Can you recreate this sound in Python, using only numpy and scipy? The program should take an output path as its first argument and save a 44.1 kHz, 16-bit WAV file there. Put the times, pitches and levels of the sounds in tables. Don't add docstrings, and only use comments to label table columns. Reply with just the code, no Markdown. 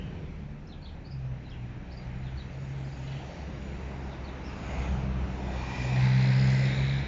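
import sys
import numpy as np
from scipy import signal
from scipy.fft import rfft, irfft, next_fast_len
from scipy.io import wavfile
from scipy.ndimage import uniform_filter1d

SR = 44100
rng = np.random.default_rng(int(sys.argv[2]) if len(sys.argv) > 2 else 0)


def file_out(sig):
    cols = np.atleast_2d(sig).T
    lim = np.clip(cols, -1, 1)
    pcm = np.round(lim * 32767).astype(np.int16)
    wavfile.write(sys.argv[1], SR, pcm)


N = 311787
TIME = np.arange(N) / SR


# time in seconds, firing rate in Hz.
FIRING_RATE = [(0, 67.2), (.95, 75.3), (1.13, 66.7), (1.33, 63.24), (1.7, 60.7), (2.7, 67.5), (3.8, 67.5),
               (4.5, 65.3), (5.9, 63.25), (6.55, 65.75), (7.07, 68.2)]


def firing_turns():
    firing_hz = curves(FIRING_RATE)[0] * (1 + 0.0067 * drift(11))
    return np.cumsum(firing_hz) / SR


CLOSEST_S, SPEED_M_PER_S, DISTANCE_M = 5.97, 8.9, 10.87


def approach_db(falloff):
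    metres = np.hypot(DISTANCE_M, SPEED_M_PER_S * (TIME - CLOSEST_S))
    return 20 * falloff * np.log10(DISTANCE_M / metres)


# 1st, 2nd and 3rd harmonic in dB.
HUM_LEVELS = [-40.5, -46, -49]
# middle in seconds, half length in seconds, then
# the 1st, 2nd and 3rd harmonic in dB.
BOOM_SWELLS = [(0.49, 0.11, -52, -44, -53.5), (1.257, 0.12, -42.5, -34.5, -69),
               (1.66, 0.17, -55, -41.5, -56), (2.141, 0.12, -49, -39.5, -52),
               (2.332, 0.082, -37.5, -40.5, -66), (2.685, 0.22, -58, -37, -66),
               (3.096, 0.12, -64, -38, -70), (3.804, 0.32, -46, -46, -50), (4.852, 0.15, -33.5, -56, -55),
               (5.09, 0.21, -33.5, -37, -41), (5.508, 0.11, -37, -46.5, -41),
               (6.306, 0.41, -58.5, -22.5, -35.5), (6.883, 0.13, -38.5, -27.5, -45.5)]
SHADE_S, SHADE_HALF_S, SHADE_DB = 6.25, 0.29, -3.5


def exhaust(turns, rough=0.34, throb=0.071, waver_db=1.96, steady_db=-34):
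    tones = np.zeros(N)
    near_db = approach_db(falloff=0.67)
    shade_db = SHADE_DB * swell(SHADE_S, SHADE_HALF_S, steep=4.0)
    for k, hum_db in enumerate(HUM_LEVELS, 1):
        level_db = hum_db + near_db * np.sqrt(k) + waver_db * drift(5)
        if k == 1:
            level_db = level_db + shade_db
        power = amp(level_db) ** 2
        for middle_s, half_s, *boom_db in BOOM_SWELLS:
            power = power + (amp(boom_db[k - 1]) * swell(middle_s, half_s, steep=5.0)) ** 2
        unsteady = rough / (1 + np.sqrt(power) / amp(steady_db))
        tone = np.sin(2 * np.pi * (k * turns + rng.random()))
        tones += np.sqrt(2 * power) * (1 + unsteady * drift(14)) * tone
    return tones * (1 + throb * np.sin(np.pi * turns / 2))


def bursts(turns, decay, between, uneven_db, rise=0.11):
    firing, age = turns.astype(int), turns % 1
    chance = np.clip(rng.standard_normal(N), -1, 1)[firing]
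    strength_db = uneven_db * (chance + np.cos(np.pi * firing / 2))
    shape = (1 - np.exp(-(age / rise) ** 2)) * np.exp(-age / decay)
    return noise() * (between + amp(strength_db) * shape / shape.max())


# frequency in Hz, relative level in dB.
NOSE_COLOUR = [(800, -56), (1300, -22), (1460, -8), (1630, -14.5), (1950, 9.5), (2150, -9), (2400, 12.5),
               (2550, 4), (2900, -7), (3800, -7), (4300, -13), (5500, -13.5), (6300, -31.5), (9000, -58)]
FLANK_COLOUR = [(750, -38.5), (1230, -22), (1540, -3), (1750, -4.5), (2020, 4), (2300, -3.5), (2540, -5),
                (2950, -17.5), (3400, -14), (4100, -10), (5400, -20.5), (6200, -41), (9000, -55.5)]
TAIL_COLOUR = [(750, -47), (1300, -12), (1720, 6), (1980, 1.5), (2270, 8), (2520, -1), (2800, -17.5),
               (3800, 3.5), (4800, -26), (5500, -21), (6200, -36), (9000, -60.5)]
FACING_TIMES = [5.95, 6.08, 6.64, 6.76]
KNOCK_S, KNOCK_HALF_S, KNOCK_DB = 6.35, 0.74, -41


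def knock(turns, nose_db=-2.0, flank_db=0.5, tail_db=-.5):
    nose = np.interp(TIME, FACING_TIMES[:2], [1, 0])
    tail = np.interp(TIME, FACING_TIMES[2:], [0, 1])
    flank = np.clip(1 - nose - tail, 0, 1)
    views = [(nose, NOSE_COLOUR, nose_db), (flank, FLANK_COLOUR, flank_db), (tail, TAIL_COLOUR, tail_db)]
    drive = patchy(bursts(turns, decay=0.97, between=1.0, uneven_db=-0.5), depth_db=0.2)
    level = amp(KNOCK_DB) * swell(KNOCK_S, KNOCK_HALF_S, steep=9.0)
    return level * sum(amp(db) * np.sqrt(share) * coloured(drive, colour) for share, colour, db in views)


# middle in seconds, half length in seconds, frequency at the middle in Hz, slide in Hz per second, level in dB.
TICK_BANDS = [(6.222, 0.24, 4010, 1200, -49.5), (6.45, .27, 4973, 900, -52), (6.843, 0.15, 3990, 300, -49)]


def injectors(turns, width_hz=460):
    drive = patchy(bursts(turns, decay=.16, between=.09, uneven_db=1.2, rise=.18), depth_db=1.4)
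    out = np.zeros(N)
    for middle_s, half_s, hz, slide, db in TICK_BANDS:
        band_hz = hz + slide * np.clip(TIME - middle_s, -2 * half_s, 2 * half_s)
        out += amp(db) * swell(middle_s, half_s, steep=3.9) * resonate(drive, band_hz, width_hz)
    return out


def clink(start_s=6.501, hz=4300, db=-39, decay_s=.005, width_hz=1300):
    fade = (TIME > start_s) * np.exp(-abs(TIME - start_s) / decay_s)
    return amp(db) * fade * resonate(noise(), np.full(N, hz), width_hz)


# frequency in Hz, relative level in dB.
CASING_COLOUR = [(120, -36), (190, -5), (235, 3), (280, 3), (350, 0), (450, -4.5), (600, -20), (1200, -60)]
ROAR_COLOUR = [(250, -34), (420, -2.5), (560, 3), (720, 1), (920, 0.5), (1050, -5.5), (1330, -6.5),
               (1600, -16.5), (2100, -37), (3500, -83.5)]
HISS_COLOUR = [(2500, -32), (3200, -1.5), (4400, 0.5), (5200, -2), (6200, -4.5), (6900, -1), (7400, -10.5),
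               (8000, -10)]
# time in seconds, level in dB before hiss_db is added.
HISS_RISE_AND_FALL = [(0, -79), (1.8, -80.5), (3.15, -66), (4.35, -72), (4.8, -63.5), (5.15, -72.5),
                      (5.85, -55.5), (6.6, -59.5), (7.07, -64)]


def tyres(body_db=-45.0, roar_db=-44.0, hiss_db=5.5):
    casing = coloured(patchy(noise(), depth_db=0.83), CASING_COLOUR)
    roar = coloured(patchy(noise(), depth_db=1.5), ROAR_COLOUR)
    hiss = coloured(patchy(noise(), depth_db=3.0), HISS_COLOUR)
    return (amp(body_db + approach_db(falloff=0.8)) * casing
            + amp(roar_db + approach_db(falloff=1.035)) * roar
            + amp(hiss_db + curves(HISS_RISE_AND_FALL)[0]) * hiss)


# middle in seconds, half length in seconds,
# tread hum in Hz, hum level in dB, wash level in dB, hiss in Hz, hiss level in dB.
TYRE_WHOOSHES = [(0.098, 0.25, 300, -48.5, -60.5, 954, -62.5), (2.25, .25, 705, -61, -72.5, 1880, -60.5),
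                 (3.13, 0.091, 690, -68, -59, 2900, -57), (3.312, 0.19, 680, -52, -64, 5850, -69.5),
                 (3.85, 0.45, 340, -50, -64.5, 1940, -63), (4.8, .35, 327, -51, -64, 1226, -52.5),
                 (4.794, 0.13, 730, -44.5, -50.5, 6580, -62.5), (5.98, 0.31, 875, -47, -55.5, 5430, -63),
                 (6.6, 0.23, 488, -46, -50.5, 6930, -61)]
# frequency in Hz, relative level in dB.
WHOOSH_WASH_COLOUR = [(400, -28), (1000, 0), (1450, -2.5), (1900, -1), (2500, 5), (3080, -1), (3500, -8.5),
                      (5000, -16.5), (8000, -35)]


def whooshes(hum_width_hz=330, hiss_width_hz=750):
    out = np.zeros(N)
    wash = coloured(patchy(noise(), depth_db=4.5), WHOOSH_WASH_COLOUR)
    for middle_s, half_s, hum_hz, hum_db, wash_db, hiss_hz, hiss_db in TYRE_WHOOSHES:
        hum = amp(hum_db) * resonate(noise(), np.full(N, hum_hz), hum_width_hz)
        hiss = amp(hiss_db) * resonate(noise(), np.full(N, hiss_hz), hiss_width_hz)
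        bell = np.exp(-((TIME - middle_s) / half_s) ** 2 / 2)
        out += bell * (hum + amp(wash_db) * wash + hiss)
    return out


# start in seconds, length in seconds, start, middle and end pitch in Hz
# (before the wobble), level in dB against the other notes.
BIRD_NOTES = [(0.668, 0.015, 4770, 5300, 6700, -60.5), (0.684, 0.058, 4410, 4050, 3770, -60),
              (0.72, 0.025, 3820, 3420, 3000, -55), (0.818, 0.05, 4270, 4350, 3700, -56),
              (0.852, 0.023, 3260, 3610, 4280, -52.5), (0.871, 0.026, 4070, 3400, 3000, -58),
              (1.043, 0.036, 4610, 4500, 5220, -58), (1.106, 0.026, 5040, 4870, 4600, -55.5),
              (1.447, .03, 4100, 4000, 3870, -59), (1.488, 0.018, 3970, 4650, 5740, -60.5),
              (1.505, 0.04, 3810, 3000, 2570, -54.5), (1.54, 0.013, 2670, 2930, 3260, -58),
              (1.9, 0.045, 3630, 4620, 3600, -60), (1.918, 0.017, 4900, 5180, 4900, -59),
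              (1.968, 0.019, 4052, 4780, 4630, -53), (2.014, .03, 3650, 4100, 4200, -65),
              (2.233, 0.02, 3940, 4100, 3620, -62.5), (2.258, 0.031, 3730, 3500, 2950, -57),
              (2.37, 0.025, 4140, 4420, 3800, -53), (2.396, 0.027, 3630, 3940, 3100, -52.5),
              (2.84, 0.027, 4300, 4900, 5200, -62), (2.92, 0.024, 4900, 4724, 4680, -61),
              (3.067, 0.022, 3980, 3990, 3900, -57), (3.116, 0.021, 5050, 3680, 2800, -56),
              (4.104, 0.036, 3700, 3910, 3100, -57), (4.239, 0.027, 4060, 4450, 3770, -56),
              (4.277, 0.02, 4070, 3770, 3250, -54), (4.437, 0.072, 4980, 5370, 4530, -57)]


def bird():
    out = np.zeros(N)
    wobble, flutter = 1 + .025 * drift(480), amp(3 * drift(180))
    for s, length, start, middle, end, db in BIRD_NOTES:
        at = np.arange(int(s * SR), int((s + length) * SR))
        u = np.linspace(-1, 1, len(at))
        hz = middle + u * (end - start) / 2 + u ** 2 * ((start + end) / 2 - middle)
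        whistle = np.sin(2 * np.pi * np.cumsum(hz * wobble[at]) / SR)
        out[at] += amp(db) * evened(flutter[at] * np.sqrt(1 - u ** 2) * whistle)
    return out


def street_echo(x, t60=0.35, wet_db=0, early=.03):
    t = TIME[:SR]
    fade = amp(-60 * t / t60) + np.exp(-t / early)
    hits = rng.random(SR) < 1800 / SR
    taps = rng.standard_normal(SR) * hits * (t > .004) * fade
    return 1.28 * x + amp(wet_db) * signal.fftconvolve(x, taps / np.linalg.norm(taps))[:N]


# time in seconds, level in dB.
WASH_RISE_AND_FALL = [(0, -57.5), (.65, -62), (2.2, -56.5), (4.2, -53.5), (4.8, -52), (7.07, -48)]
# frequency in Hz, relative level in dB.
WASH_COLOUR = [(650, -33), (1100, -11), (1270, -5), (1390, -2), (1490, 2.5), (1740, 2.5), (2550, 1),
               (3350, -8.5), (3920, -8.5), (4970, -18.5), (5860, -13.5), (6500, -25), (8450, -40),
               (14300, -120)]
# time in seconds, level in dB.
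RUMBLE_RISE_AND_FALL = [(0, -36), (.5, -44.5), (2.7, -45), (3.7, -42.5), (4.4, -44), (4.9, -36),
                        (5.6, -41.5), (7.07, -41)]
# frequency in Hz, relative level in dB.
DEEP_COLOUR = [(12, -19.5), (25, -6.5), (50, 2), (80, 2), (120, -3), (170, 1.5), (260, -16.5), (500, -55.5)]
IDLE_DB, IDLE_STOP_S, IDLE_FADE_S = -49.5, 2.35, 0.22


def traffic(idle_hz=32.7):
    wash = amp(curves(WASH_RISE_AND_FALL)[0]) * coloured(patchy(noise(), depth_db=1.0), WASH_COLOUR)
    rumble = amp(curves(RUMBLE_RISE_AND_FALL)[0]) * coloured(noise(), DEEP_COLOUR)
    running = np.clip((IDLE_STOP_S - TIME) / IDLE_FADE_S + 1, 0, 1)
    idle_turns = np.cumsum(idle_hz * (1 + 0.012 * drift(3.2))) / SR
    idle = amp(IDLE_DB) * running * np.sqrt(2) * np.sin(2 * np.pi * idle_turns)
    return wash + rumble + idle


def amp(db):
    return 10 ** (np.asarray(db) / 20)


def evened(x):
    return x / np.sqrt(np.mean(x ** 2) + 1e-20)


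def curves(rows):
    s, *columns = np.transpose(rows)
    return [np.interp(TIME, s, c) for c in columns]


def swell(middle, half, steep):
    return 1 / (1 + abs((TIME - middle) / half) ** steep)


def noise():
    return rng.standard_normal(N)


def drift(per_s):
    smoothing = 1 + (np.fft.rfftfreq(N, 1 / SR) / per_s) ** 4
    return evened(irfft(rfft(noise()) / smoothing, N))


def coloured(x, points):
    hz, db = np.transpose(points)
    f = np.fft.rfftfreq(2 * N, 1 / SR)
    gain = amp(np.interp(np.log(f + 1), np.log(hz + 1), db))
    size = next_fast_len(2 * N)
    gain = np.interp(np.fft.rfftfreq(size, 1 / SR), f, gain)
    return evened(irfft(rfft(x, size) * gain, size)[:N])


def patchy(x, depth_db):
    z = signal.stft(x, nperseg=1024, noverlap=768)[2]
    patches = uniform_filter1d(rng.standard_normal(z.shape), size=7, axis=0)
    patches = evened(uniform_filter1d(patches, size=24, axis=1))
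    return evened(signal.istft(z * amp(depth_db * patches), nperseg=1024, noverlap=768)[1][:N])


def resonate(x, hz, width_hz):
    turn = np.exp(2j * np.pi * np.cumsum(hz) / SR)
    r = np.exp(-np.pi * width_hz / SR)
    smooth = signal.lfilter([(1 - r) ** 2], [1, -2 * r, r * r], x / turn)
    return evened((turn * smooth).real)


def scene():
    turns = firing_turns()
    pickup = exhaust(turns) + knock(turns) + injectors(turns) + clink() + tyres()
    echoing_bird = amp(-5.5) * street_echo(bird())
    return (pickup + whooshes() + echoing_bird + traffic())[None]


def record(dry, edge_hz=7540):
    low_pass = signal.firwin(281, edge_hz, window=("kaiser", 8), fs=SR)
    return signal.oaconvolve(dry, low_pass[None], "same")


dry = scene()
out = record(dry)
file_out(out)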